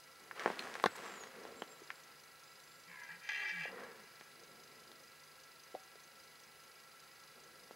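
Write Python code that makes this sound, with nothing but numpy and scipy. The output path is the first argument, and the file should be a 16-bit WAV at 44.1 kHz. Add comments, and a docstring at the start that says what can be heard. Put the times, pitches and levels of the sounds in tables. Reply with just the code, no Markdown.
"""A hand-held camcorder's tape drive whirrs and ticks; hands bump and rub its resonant housing.
A far bird whistles thinly over a quiet dusk meadow with deer. Then a close creaking rasp swells and
fades: strokes of stick-slip pulses ring narrow resonances, with soft low gliding tones underneath.
A few light knocks follow."""
import sys
import numpy as np
from scipy import signal
from scipy.fft import rfft, irfft, next_fast_len
from scipy.io import wavfile

SR = 44100
rng = np.random.default_rng(int(sys.argv[2]) if len(sys.argv) > 2 else 0)


def bounce(signal):
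    """Save signal as a 16-bit WAV file at the path given by the first command-line argument."""
    frames = np.transpose(np.atleast_2d(signal))
    limited = np.clip(frames, -1, 1)
    pcm = np.round(limited * 32767).astype(np.int16)
    wavfile.write(sys.argv[1], SR, pcm)


N = 341775
TIME = np.arange(N) / SR

# creak strokes: t/s, length/s, level/dB, swell/dB, treble/(dB/octave), first slip rate/Hz,
# last slip rate/Hz, unevenness/0-1
CREAK_STROKES = [(2.881, .2, -59.5, -1, -6, 66.1, 64.6, 0.038),
                 (3.0892, 0.07, -52.5, -9, -12, 72.2, 72.1, 0.036),
                 (3.209, 0.081, -55, 12, 2, 131, 142.3, 0.66), (3.2903, .012, -36.5, -1, 1.5, 72, 72, 0),
                 (3.305, 0.079, -42, 0, 0.5, 73.14, 70.9, 0.0037),
                 (3.3889, 0.053, -41.5, 0, -4.5, 138.2, 123.4, .1),
                 (3.4501, 0.022, -41, -4, -4, 122.4, 116.4, 0.077),
                 (3.4751, 0.025, -40, 4, 2, 113.3, 101.1, .02),
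                 (3.5038, 0.047, -46.5, -8, -1.5, 97.2, 85.2, .05),
                 (3.5589, 0.07, -44.5, 3, -2, 84.6, 77, 0.0094),
                 (3.6345, 0.047, -46, -12.5, -1.5, 75.7, 73.9, 0.16)]
# creak resonances, main and nasal: f/Hz, width/Hz, gain/dB
RASP_MODES = [(1578, 13, -4), (1671, 38, 3.5), (1880, 32, 0), (1945, 28, -0.5), (2020, 47, -1),
              (2317, 27, 2), (2470, 67, -7), (2643, 23, -5), (2743, 20, -4.5), (3136, 57, -9.5),
              (3308, 17, -9), (3623, 72, -16.5), (4100, 33, -15.5), (4470, 49, -18.5), (4880, 110, -20.5),
              (5650, 85, -29), (6160, 320, -25)]
NOSE_MODES = [(867, 74, -15), (1190, 33, -11)]
# path of the creak's bright resonance: t/s, f/Hz, gain/dB
BITE_PATH = [(3.29, 4570, -24), (3.41, 4350, -24), (3.495, 5350, -18.5), (3.53, 4970, -31),
             (3.689, 5030, -34)]
# gliding notes: t/s, length/s, first f/Hz, last f/Hz, relative level/dB
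SQUEAL_NOTES = [(2.872, .26, 1080, 935, -65), (2.88, .27, 1790, 1600, -61), (2.875, .23, 2320, 1950, -60.5)]
SINGING_NOTES = [(3.33, 0.068, 2760, 2780, -54), (3.443, .15, 2352, 2300, -48),
                 (3.604, 0.057, 2590, 2675, -52), (3.635, 0.08, 2750, 2810, -57)]
GROAN_NOTES = [(3.691, 0.18, 496, 485, -56), (3.856, 0.131, 480, 444, -60)]
LOW_NOTES = [(2.866, 0.069, 180.4, 167, -66), (3.077, 0.13, 153, 187, -70), (3.325, 0.25, 438, 331, -69.5),
             (3.512, 0.15, 185.6, 153.5, -59), (3.665, 0.1, 162.5, 211, -66.5),
             (3.929, 0.14, 268, 164.8, -74.5)]
BIRD_NOTES = [(0.876, 0.17, 7860, 7440, -66), (1.011, 0.18, 7670, 7230, -65),
              (1.146, 0.11, 7050, 6500, -58), (1.552, 0.075, 7570, 7400, -62.5),
              (1.682, 0.069, 7480, 7350, -65.5), (1.772, .11, 7200, 7140, -68.5),
              (1.942, 0.061, 7400, 7450, -68), (2.397, 0.68, 7600, 7030, -75)]
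# knocks on the housing: t/s, peak level/dB, low f/Hz, high f/Hz, click re peak/dB
HOUSING_KNOCKS = [(.312, -30.5, 900, 1970, -33), (.396, -30, 885, 5770, -21),
                  (0.4601, -15.5, 295, 1370, -20), (0.477, -24, 254, 1370, -28),
                  (.502, -25.5, 220, 1260, -15), (.593, -30.5, 2420, 3400, 2.5),
                  (0.672, -33, 700, 2200, -16), (0.741, -31.5, 882, 6100, -24), (0.754, -28, 524, 2400, -8),
                  (.799, -29.5, 710, 3000, -11), (.840, -16.5, 326, 1390, -5), (.859, -19.5, 169, 865, -7),
                  (0.8607, -26, 1200, 4970, 0.5), (0.862, -17, 487, 1900, -16),
                  (1.237, -34.5, 704, 4130, -12), (1.452, -37.5, 350, 1170, -7),
                  (1.621, -27.5, 247, 1380, -8.5), (1.818, -47, 284, 450, -23),
                  (1.904, -26, 1060, 2690, -24), (3.655, -37, 477, 790, -23),
                  (4.211, -36.5, 200, 3000, -27), (4.917, -41.5, 300, 4030, 0),
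                  (5.743, -41.5, 276, 503, -30), (5.750, -32.5, 515, 770, -14),
                  (5.955, -51.5, 350, 650, -20), (7.71, -40.5, 226, 1020, -9)]
# resonances of the housing and of a hard contact edge: f/Hz, width/Hz, gain/dB
HOUSING_MODES = [(211, 54, 7.5), (394, 410, 8.5), (787, 220, 2.5), (1060, 100, 1.5), (1376, 30, 5),
                 (1680, 490, 7.5), (2180, 300, -6), (3050, 1600, -1.5), (3800, 72, -1), (5560, 510, 5),
                 (9300, 730, -3)]
EDGE_MODES = [(3660, 740, 4), (4100, 380, -11), (5930, 690, -8.5), (8560, 2600, -13), (11800, 2500, -16)]
# small parts ringing after a knock: t/s, f/Hz, level/dB, decay/s
PART_RINGS = [(.593, 4190, -33.5, 0.003), (0.839, 1100, -13.5, 0.0022), (0.8624, 1500, -16.5, 0.0014),
              (0.859, 94, -45, 0.012), (1.621, 3120, -29.5, 0.0012), (5.750, 760, -56.5, 0.049)]
# finger slides: t/s, length/s, relative level/dB, low-pass f/Hz
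FINGER_SLIDES = [(0.18, 1.92, -62.5, 6040), (0.351, 0.068, -45.5, 4970), (0.386, 0.12, -49.5, 9000),
                 (0.566, 0.21, -49.5, 9000), (0.88, 0.11, -57, 8000), (0.946, 0.016, -47.5, 9000),
                 (1.026, 0.077, -49, 7900), (1.33, 0.19, -60, 8300), (3.662, 0.14, -50.5, 2440),
                 (3.758, 0.048, -53.5, 2610)]
# fingertip brushes and palm rubs: t/s, length/s, relative level/dB
TIP_BRUSHES = [(.823, 0.0074, -57), (0.858, 0.0026, -51), (0.956, 0.011, -55)]
PALM_RUBS = [(0.2, 1.55, -68), (0.43, 0.26, -54), (0.95, 0.26, -59), (1.315, 0.24, -57.5),
             (3.661, 0.19, -56), (4.322, 0.61, -69.5), (7.3, 1.2, -70.5)]
# noise spectra of fingers, cupped palm, drive whirr, hiss and port rumble: f/Hz, relative level/dB
FINGER_SPECTRUM = [(190, -6), (500, 3.5), (750, 1.5), (1200, 5), (1850, 3.5), (2400, -1.5), (4200, -9.5),
                   (7000, -11.5), (15000, -16)]
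PALM_SPECTRUM = [(45, -29), (125, -21), (200, -7), (290, -7.5), (370, -5.5), (480, -2), (560, -7.5),
                 (700, -12.5), (1100, -22.5)]
WHIRR_SPECTRUM = [(15, -54), (25, -25.5), (119, -14), (140, -14), (178, -13.5), (505, -9), (592, -11),
                  (977, -8.5), (1240, -9.5), (1320, -3.5), (1750, -11), (1970, -9), (3000, -10.5),
                  (3900, -51), (6600, -120)]
HISS_SPECTRUM = [(1760, -13), (3000, -17), (3310, -1.5), (3890, -3.5), (4630, 0), (4930, -5.5),
                 (5290, -7.5), (6260, -2.5), (6760, -7), (7350, -5.5), (9010, -9), (10900, -6.5),
                 (11800, -10), (13300, -10.5), (16000, -14.5)]
RUMBLE_SPECTRUM = [(25, -16), (150, -1.5), (1500, -3.5), (4000, -13.5)]
# wavering gear whines: f/Hz, width/Hz, level/dB
GEAR_BANDS = [(533.5, 34, -80.5), (1351, 98, -87), (1982, 89, -75.5), (3980, 86, -79), (5040, 90, -78)]
# drive ticks: first t/s, period/s, f/Hz, width/Hz, decay/s, level/dB
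DRIVE_TICKS = [(.0345, .04, 4926, 117, 0.012, -64.5), (.036, .04, 4140, 840, 0.0065, -63.5),
               (0.036, .2, 6160, 290, 0.0061, -61), (0.0015, .2, 5000, 4000, 0.0035, -59)]
# tones of the head drum and beating gears, and of the electronics: f/Hz, level/dB
DRUM_TONES = [(150, -81.5), (1338, -71.5), (1349.5, -76), (1650, -75), (1950, -79.5), (2250, -79)]
CIRCUIT_TONES = [(9900, -92), (10503, -82), (11100, -81.5), (12301, -91), (12898, -86), (13501, -83),
                 (14099, -94), (14702, -97), (15628, -86.5)]


def creak_stroke(stroke, scatter_db=5, jitter=.24, grit=.032, grit_decay_s=.014):
    """Stick-slip: sharp slips, each dragging a little grit, ring the resonances."""
    start_s, length_s, db, swell_db, treble_db_per_octave, first_hz, last_hz, uneven = stroke
    along = progress(start_s, length_s)
    push_db = swell_db * (along - .5)
    moving = (TIME >= start_s) & (TIME <= start_s + length_s)
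    rate_hz = (first_hz + (last_hz - first_hz) * along) * np.exp(jitter * uneven * drift(150))
    slip_count = np.ceil(np.cumsum(moving * rate_hz) / SR)
    onsets = np.flatnonzero(np.diff(slip_count) > 0)
    slip_db = push_db[onsets] + scatter_db * uneven * rng.standard_normal(200)[:len(onsets)]
    slips = np.zeros(SR // 2)
    slips[onsets - onsets[0]] = from_db(slip_db)
    drag = signal.lfilter([1], [1, -np.exp(-1 / (grit_decay_s * SR))], slips + 1e-18)
    slips += grit * rng.standard_normal(len(slips)) * drag
    bright = bite(slips, start_s) + rasp(slips, treble_db_per_octave)
    out = np.zeros(N)
    out[onsets[0]:][:len(slips)] = butter(bright, 4, [1400, 7200], "band") + body(slips, NOSE_MODES)
    power = np.mean(moving * from_db(2 * (db + push_db)))
    return rms_one(out) * np.sqrt(power)


def rasp(slips, treble_db_per_octave, tilt_from_hz=1700):
    """Close modes swing in opposition, leaving deep valleys between clusters."""
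    out, sign, previous_hz = 0, 1, 0
    for hz, width_hz, db in RASP_MODES:
        if hz < 1.1 * previous_hz:
            sign = -sign
        tilt_db = treble_db_per_octave * max(np.log2(hz / tilt_from_hz), 0)
        out += sign * from_db(db + tilt_db) * resonate(slips, hz, width_hz)
        previous_hz = hz
    return out


def bite(slips, start_s, width_hz=300):
    """Bright contact resonance; climbs as the creak tightens."""
    path_s, path_hz, path_db = np.transpose(BITE_PATH)
    now_s = start_s + TIME[:len(slips)]
    radius = np.exp(-np.pi * width_hz / SR)
    phasor = np.exp(2j * np.pi * np.cumsum(np.interp(now_s, path_s, path_hz)) / SR)
    baseband = signal.lfilter([1 - radius], [1, -radius], slips / phasor + 1e-18)
    return from_db(np.interp(now_s, path_s, path_db)) * 2 * np.real(phasor * baseband)


def squeal(throb_depth=.69):
    """Sinking partials throb at the first stroke's initial slip rate."""
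    partials = gliding_tones(SQUEAL_NOTES, waver=.006, flutter_db=2, bend=.7, arch=.5)
    start_s, *_, slip_hz, _, _ = CREAK_STROKES[0]
    return partials * (1 + throb_depth * np.sin(2 * np.pi * slip_hz * (TIME - start_s)))


def singing():
    """Almost clean tones, as of slips in step with one resonance."""
    return gliding_tones(SINGING_NOTES, waver=.003, flutter_db=1.5, arch=.6)


def groan():
    """Rough hollow tones as the creak lets go."""
    return gliding_tones(GROAN_NOTES, waver=.06, flutter_db=3.5, arch=.6)


def tree_echo(x, gain_db=-8.5, t60_s=2.3, top_hz=1750):
    """Many weak, dull reflections off the trees."""
    tail = rng.standard_normal(SR) * from_db(-60 * TIME[:SR] / t60_s)
    wet = signal.fftconvolve(x, tail / np.linalg.norm(tail))[:N]
    return from_db(gain_db) * butter(wet, 4, top_hz)


def knocks(samples=8192, click_top_hz=4880):
    """Short pushes, each in its own band, ring the housing and small parts; hard edges click."""
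    out = np.zeros(N + samples)
    push = signal.unit_impulse(samples) + 1e-18
    click = butter(body(push, EDGE_MODES), 1, click_top_hz)
    click /= np.abs(click).max()
    for start_s, db, low_hz, high_hz, click_db in HOUSING_KNOCKS:
        knock = body(butter(push, 2, [low_hz, high_hz], "band"), HOUSING_MODES)
        knock /= np.abs(knock).max()
        out[round(start_s * SR):][:samples] += from_db(db) * (knock + from_db(click_db) * click)
    age_s = TIME[:samples]
    for start_s, hz, db, decay_s in PART_RINGS:
        envelope = from_db(db) * np.exp(-age_s / decay_s) * (1 - np.exp(-age_s * hz)) ** 2
        out[round(start_s * SR):][:samples] += envelope * np.sin(2 * np.pi * hz * age_s)
    return out[:N]


def hands(finger_gain_db=-5.5, palm_gain_db=-1.5, resting_grip_db=-78):
    """Fingers slide, tips brush brightly; the palm rubs dully and never quite rests."""
    skin = friction(FINGER_SPECTRUM, grain_db=2) + crackles()
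    fingers = sum(pressure(rub, attack_s=.014, release_s=.12) * butter(skin, 2, top_hz)
                  for *rub, top_hz in FINGER_SLIDES)
    brushing = sum(pressure(rub, attack_s=.0045, release_s=.0022) for rub in TIP_BRUSHES)
    tips = brushing * noise_band(hz=8300, width_hz=11000)
    palm_power = sum(pressure(rub, attack_s=.029, release_s=.086) ** 2 for rub in PALM_RUBS)
    grip = from_db(palm_gain_db) * np.sqrt(palm_power) + from_db(resting_grip_db)
    return tips + from_db(finger_gain_db) * fingers + grip * friction(PALM_SPECTRUM, grain_db=2.5)


def pressure(rub, attack_s, release_s):
    """A rub builds, holds and dies away."""
    start_s, length_s, db = rub
    attack = 1 - np.exp(-np.clip(TIME - start_s, 0, length_s) / attack_s)
    return from_db(db) * attack * np.exp(-np.maximum(TIME - start_s - length_s, 0) / release_s)


def friction(spectrum, grain_db):
    """Skin catches and lets go in tiny uneven grains."""
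    grains = rng.standard_normal(N) * from_db(grain_db * drift(450) + .61 * drift(30))
    return coloured(grains, spectrum)


def crackles(rate_hz=220, spread_db=2.5, gain_db=-7.5):
    """Sparse skin catches of uneven size."""
    sizes = from_db(spread_db * np.minimum(rng.exponential(1, N), 2)) * rng.choice([-1, 1], N)
    catches = sizes * (rng.random(N) < rate_hz / SR)
    return from_db(gain_db) * coloured(catches, FINGER_SPECTRUM)


def low_glides():
    """Soft wavering tones under the creak."""
    return gliding_tones(LOW_NOTES, waver=.02, flutter_db=1.5)


def bird(gain_db=-3, echo_db=-13, echo_s=.06):
    """Thin whistles hold, then bend; one echo off the trees."""
    song = gliding_tones(BIRD_NOTES, waver=.005, flutter_db=3, bend=1.4, arch=.6)
    return from_db(gain_db) * (song + from_db(echo_db) * np.interp(TIME - echo_s, TIME, song))


def tape_drive(whirr_db=-65, hiss_db=-67.5):
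    """Whirr, hiss, gear whines and a tick per frame."""
    out = from_db(whirr_db) * coloured(rng.standard_normal(N), WHIRR_SPECTRUM)
    out += from_db(hiss_db) * coloured(rng.standard_normal(N), HISS_SPECTRUM)
    for hz, width_hz, db in GEAR_BANDS:
        out += from_db(db) * noise_band(hz, width_hz)
    for first_s, period_s, hz, width_hz, decay_s, db in DRIVE_TICKS:
        burst = np.exp(-((TIME - first_s) % period_s) / decay_s)
        out += from_db(db) * burst * rms_one(resonate(rng.standard_normal(N), hz, width_hz))
    return out


def steady_tones(flutter_db=1):
    """Head drum, gears and electronics sing at constant pitch."""
    return sum(np.sqrt(2) * from_db(db + flutter_db * drift(11)) * np.sin(2 * np.pi * hz * TIME)
               for hz, db in [*DRUM_TONES, *CIRCUIT_TONES])


def drum_notches(x, spacing_hz=300, depth=.23, memory=.73):
    """The camera subtracts what repeats with its drum: narrow notches, faint quick echoes."""
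    lag = round(SR / spacing_hz)
    periods = np.pad(x, (0, -N % lag)).reshape(-1, lag)
    repeating = signal.lfilter([0, depth], [1, -memory], periods, axis=0)
    return x - repeating.ravel()[:N]


def gliding_tones(notes, waver, flutter_db, bend=1, arch=1):
    """Unsteady sines swell and fade as they glide; bend > 1 glides late."""
    out = np.zeros(N)
    for start_s, length_s, first_hz, last_hz, db in notes:
        along = progress(start_s, length_s)
        hz = first_hz + (last_hz - first_hz) * along ** bend
        phase = 2 * np.pi * np.cumsum(hz * (1 + waver * drift(120))) / SR
        swell = np.sin(np.pi * np.minimum(along, 1 - along)) ** arch
        out += np.sqrt(2) * np.sin(phase) * from_db(db + flutter_db * drift(40.38)) * swell
    return out


def coloured(x, spectrum, skirt_db_per_octave=60):
    """Shape a noise's spectrum, falling off past its ends; unit power."""
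    hz, db = np.transpose(spectrum)
    size = next_fast_len(N)
    octave = np.log2(np.maximum(np.arange(size // 2 + 1) * SR / size, 1))
    beyond = np.abs(octave - np.clip(octave, np.log2(hz[0]), np.log2(hz[-1])))
    gain = from_db(np.interp(octave, np.log2(hz), db) - skirt_db_per_octave * beyond)
    return rms_one(irfft(rfft(x, size) * gain, size)[:N])


def noise_band(hz, width_hz):
    """Twice-resonated noise; unit power."""
    return rms_one(resonate(resonate(rng.standard_normal(N), hz, width_hz), hz, width_hz))


def body(x, modes):
    """Parallel resonances."""
    return sum(from_db(db) * resonate(x, hz, width_hz) for hz, width_hz, db in modes)


def resonate(x, hz, width_hz):
    """Resonance with unit peak gain."""
    radius = np.exp(-np.pi * width_hz / SR)
    feedback = [1, -2 * radius * np.cos(2 * np.pi * hz / SR), radius ** 2]
    return signal.lfilter(np.array([1, 0, -1]) * (1 - radius ** 2) / 2, feedback, x + 1e-18)


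def butter(x, order, hz, kind="low"):
    """Maximally flat filter."""
    return signal.sosfilt(signal.butter(order, hz, kind, fs=SR, output="sos"), x)


def drift(rate_hz):
    """Random wander, unit spread."""
    knots = rng.standard_normal(4000)
    return np.interp(TIME * rate_hz, np.arange(len(knots)), knots) * np.sqrt(3 / 2)


def progress(start_s, length_s):
    """0-1 ramp over an event."""
    return np.clip((TIME - start_s) / length_s, 0, 1)


def rms_one(x):
    """Scale to unit power."""
    return x / np.sqrt(np.mean(x ** 2) + 1e-20)


def from_db(db):
    """Decibels to gain."""
    return 10 ** (np.asarray(db) / 20)


def scene(port_lag_s=.0011, rumble_db=-73.5):
    """Two close microphone ports; only near sounds and a faint rumble differ between them."""
    creak = sum(creak_stroke(stroke) for stroke in CREAK_STROKES) + squeal() + singing()
    glides, groaning = low_glides(), groan()
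    near = drum_notches(knocks() + hands() + creak + tree_echo(creak) + groaning)
    middle = near + drum_notches(glides + bird() + tape_drive()) + steady_tones()
    side = from_db(-31) * near + from_db(-24) * np.interp(TIME - port_lag_s, TIME, near)
    side += from_db(rumble_db) * coloured(rng.standard_normal(N), RUMBLE_SPECTRUM)
    return np.array([middle + side, middle - side])


def record(dry):
    """Steep treble cut."""
    cutoff_hz = 15780
    return signal.sosfilt(signal.ellip(12, .1, 70, cutoff_hz, fs=SR, output="sos"), dry)


dry = scene()
out = record(dry)
bounce(out)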